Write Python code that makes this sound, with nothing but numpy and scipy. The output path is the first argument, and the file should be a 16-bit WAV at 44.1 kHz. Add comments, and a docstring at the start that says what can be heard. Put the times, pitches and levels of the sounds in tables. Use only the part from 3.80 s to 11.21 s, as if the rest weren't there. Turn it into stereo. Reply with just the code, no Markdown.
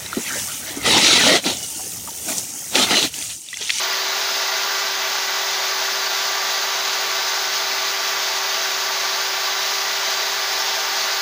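"""A chainsaw whine at full speed sounds throughout, together with rough drive tones, rushing air and chain rattle.
The electric saw runs in a small workshop, its bar tip skimming a wooden carving.
Whine and drive are sines locked to the shaft; air and chain are noise shaped by the housing's resonances.
Drifting echoes color the rush as the saw shifts in the hands; thin hiss lies on top. One microphone."""
import sys
import numpy as np
from scipy import signal
from scipy.fft import rfft, irfft, next_fast_len
from scipy.io import wavfile
from scipy.ndimage import uniform_filter1d, map_coordinates

SR = 44100
rng = np.random.default_rng(int(sys.argv[2]) if len(sys.argv) > 2 else 0)


def int16_out(signal):
    """Quantize to a 16-bit WAV file."""
    q = np.round(np.clip(np.atleast_2d(signal).T, -1, 1) * 32767)
    wavfile.write(sys.argv[1], SR, q.astype(np.int16))


N = 326781
TOP_HZ = 15500
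CRUISE_HZ = 389.5  # usual shaft speed, turns per second
AIR_DB, CHAIN_DB = -26.5, -24  # rms levels around which air and chain run


def amp(db):
    """Decibels to gain."""
    return 10 ** (np.asarray(db) / 20)


def unit(x):
    """Scaled to rms 1."""
    return x / np.sqrt(np.mean(x ** 2) + 1e-20)


def along(points, hz):
    """(Hz, value) points interpolated on a log frequency axis."""
    point_hz, value = np.transpose(points)
    return np.interp(np.log(hz + 1), np.log(point_hz + 1), value)


def wobble(knots_per_s):
    """Smooth random curve through normally distributed knots."""
    knots = rng.standard_normal(int(N * knots_per_s / SR) + 4)
    return map_coordinates(knots, [np.arange(N) * knots_per_s / SR])


def filtered(x, response):
    """x times a response of frequency, by zero-padded FFT."""
    m = next_fast_len(N + SR // 2)
    spectrum = rfft(x, m) * response(np.fft.rfftfreq(m, 1 / SR))
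    return irfft(spectrum, m)[:N]


def bell(hz, centre_hz, width_hz):
    """Bump of height 1, width taken at half height."""
    return .5 ** ((2 * (hz - centre_hz) / width_hz) ** 2)


# motor shaft, sagging whenever the chain drags: time_s, speed_turns_per_s
SHAFT_SPEED = [(0, 384.9), (0.5, 390.1), (1.35, 389.0), (2.05, 387.4), (2.5, 391.1), (3.05, 390.1),
               (3.42, 387.8), (3.8, 390.6), (4.5, 389.0), (5.65, 388.3), (6.15, 391.5), (6.58, 389.6),
               (7.41, 393.6)]


def shaft_speed():
    """Shaft speed per sample, turns per second; every shaft-locked sound follows it."""
    time_s, turns_per_s = np.transpose(SHAFT_SPEED)
    return np.interp(np.arange(N) / SR, time_s, turns_per_s)


# clean shaft orders: order_per_turn, cruise_level_db, rise_db_per_turn_per_s, drift_db_per_s
WHINE_ORDERS = [(1, -42, -0.17, 0), (2, -43, 1, 0.45), (3, -40, 0.2, 0.1), (12, -52, 1, 2.5),
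                (13, -50, 1, 1), (16, -48, -1, -0.5)]


def motor(speed, turns, flutter_db, sway_db):
    """The whine: clean shaft orders whose levels follow the speed; those above the first are less steady."""
    from_middle_s = (np.arange(N) - N / 2) / SR
    sound = np.zeros(N)
    for order, cruise_db, rise_db, drift_db in WHINE_ORDERS:
        unsteady_db = flutter_db * wobble(22) + sway_db * wobble(3.13)
        if order == 1:
            unsteady_db *= .5
        level_db = cruise_db + rise_db * (speed - CRUISE_HZ) + drift_db * from_middle_s + unsteady_db
        sound += amp(level_db) * np.sin(2 * np.pi * round(order) * turns)
    return np.sqrt(2) * sound  # levels are rms


# rough gear and sprocket tones: order_per_turn, level_db, flutter_db, phase_wander_rad
DRIVE_TONES = [(1.457, -52.5, 2.5, .45), (1.688, -51, 0.5, 0.33), (2.311, -45.5, 5, 0.23),
               (2.606, -50, -1, 1), (2.915, -46, 4.5, 0.57), (3.425, -51, 6, 0.46), (3.6, -45.5, 7, 0.73),
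               (4.455, -49.5, 4, 1.1), (5.02, -48.5, 8, 1.1), (5.27, -51, -5, 0.9)]


def drive(turns):
    """Gears and sprocket add fluttering, phase-wandering tones that follow the motor's speed."""
    sound = np.zeros(N)
    for order, level_db, flutter_db, wander_rad in DRIVE_TONES:
        flutter = (wobble(2.92) + wobble(22)) / np.sqrt(2)
        strength = unit(amp(flutter_db * flutter))
        wander = wander_rad * (wobble(9) + .5 * wobble(50))
        sound += amp(level_db) * strength * np.sin(2 * np.pi * order * turns + wander)
    return np.sqrt(2) * sound


# broad relative color of air and chain: frequency_hz, density_db
RUSH_COLOR = [(40, -36), (170, -26), (330, -17), (530, -11), (660, -3), (1500, 1), (2900, -4.0),
              (4700, -1.65), (6600, -4.5), (8000, -20.5), (10200, -23), (11200, -20), (13800, -25)]
# resonances and hollows of housing, bar and bench: centre_hz, width_hz, gain_db
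BODY_RESONANCES = [(241, 38, 4.5), (359, 15, 3), (391, 37, -7.5), (404.6, 125, 7), (583, 22, 4),
                   (652, 39, 5.5), (720, 19, -2), (867, 58, 2), (1006, 14, 3), (1062, 26, -4),
                   (1103, 33, -1), (1182, 94, 3.5), (1258, 153, -4), (1364, 35, -1.5), (1390, 17, -2),
                   (1777, 74, 8.5), (1810, 170, -8), (1960, 230, 3.5), (2165, 200, -2), (2265, 30, 3),
                   (2470, 61, -2), (3560, 560, 1.4), (3952, 62, 6.5), (4440, 39, 5), (4720, 116, 3.5),
                   (5070, 70, 4.5), (5330, 38, 4.5), (6300, 91, 4)]


def housing(hz):
    """Relative gain with which the saw radiates each frequency."""
    resonance_db = sum(db * bell(hz, centre_hz, width_hz) for centre_hz, width_hz, db in BODY_RESONANCES)
    return amp(along(RUSH_COLOR, hz) + resonance_db)


def air(split_hz):
    """The cooling fan's turbulence: noise filling the resonances below split_hz."""
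    turbulence = rng.standard_normal(N)
    flow = filtered(turbulence, lambda hz: housing(hz) / np.sqrt(1 + (hz / split_hz) ** 8))
    return amp(AIR_DB) * unit(flow)


def chain(turns, split_hz, links_per_turn, scatter_db, tick_share, buzz):
    """Links tick over sprocket and bar amid sliding hiss; the chain slaps and the mains pulses the torque."""
    link_phase = links_per_turn * turns + .3 * wobble(400)
    hits = np.flatnonzero(np.diff(np.floor(link_phase)))
    ticks = np.zeros(N)
    ticks[hits] = amp(scatter_db * rng.standard_normal(len(hits)))
    scrape_s = 0.00084
    contact = signal.lfilter([1], [1, -np.exp(-1 / (scrape_s * SR))], ticks)
    # tick_share: part of the noise power that pulses with the links
    power = 1 - tick_share + tick_share * unit(contact) ** 2
    scrape = rng.standard_normal(N) * np.sqrt(power)
    rattle = filtered(scrape, lambda hz: housing(hz) / np.sqrt(1 + (split_hz / (hz + 1)) ** 8))
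    torque = np.cos(2 * np.pi * 120 * np.arange(N) / SR)  # 120 Hz
    level_db = CHAIN_DB + 0.41 * wobble(18) + 0.47 * wobble(45)
    return amp(level_db) * (1 + buzz * torque) * unit(rattle)


def patchy(x, depth_db):
    """The rubbing shifts from band to band: slow patches of random gain."""
    z = signal.stft(x, nperseg=512)[2]
    field = uniform_filter1d(rng.standard_normal(z.shape), size=7, axis=0)  # over frequency
    field = uniform_filter1d(field, size=36, axis=1)  # over time
    return signal.istft(z * amp(depth_db * unit(field)), nperseg=512)[1][:N]


def workshop(x, echo_db, sway_s, count):
    """Echoes off bench and walls; their paths drift as the saw moves, so the color shimmers."""
    n = np.arange(N)
    echoes = np.zeros(N)
    for delay_s in rng.uniform(.003, .03, count):
        path_samples = SR * (delay_s + sway_s * wobble(2))
        echoes += rng.choice([-1, 1]) * map_coordinates(x, [n - path_samples], mode="mirror")
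    mixed = x + amp(echo_db) * echoes / np.sqrt(count)
    return mixed / np.sqrt(1 + amp(echo_db) ** 2)


# relative color of the thin top hiss: frequency_hz, density_db
FIZZ_COLOR = [(12500, -52), (13700, -22), (14100, -10), (14500, -3), (14780, 1), (14950, -2), (15250, -2),
              (15450, 0)]


def fizz(level_db, shimmer_db):
    """A thin, shimmering band of filtered noise lies above the chain's sound."""
    hiss = filtered(rng.standard_normal(N), lambda hz: amp(along(FIZZ_COLOR, hz)) * (hz < TOP_HZ))
    return amp(level_db + shimmer_db * wobble(20)) * unit(hiss)


def scene():
    """The saw, alike in both channels; the shaft speed drives whine, gears and chain."""
    speed = shaft_speed()
    turns = np.cumsum(speed) / SR
    split_hz = 2650  # air dominates below, chain above
    whine = motor(speed, turns, flutter_db=1.0, sway_db=0.6)
    gears = drive(turns)
    links = chain(turns, split_hz, links_per_turn=1.5, scatter_db=2.0, tick_share=0.17, buzz=.02)
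    rush = air(split_hz) + patchy(links, depth_db=.5)
    room_rush = workshop(rush, echo_db=-12.5, sway_s=.00012, count=8)
    saw = whine + gears + room_rush + fizz(level_db=-37.5, shimmer_db=.5)
    return np.array([saw, saw])


def record(dry):
    """The recorder keeps nothing above its band limit."""
    return np.array([filtered(channel, lambda hz: hz < TOP_HZ) for channel in dry])


dry = scene()
out = record(dry)
int16_out(out)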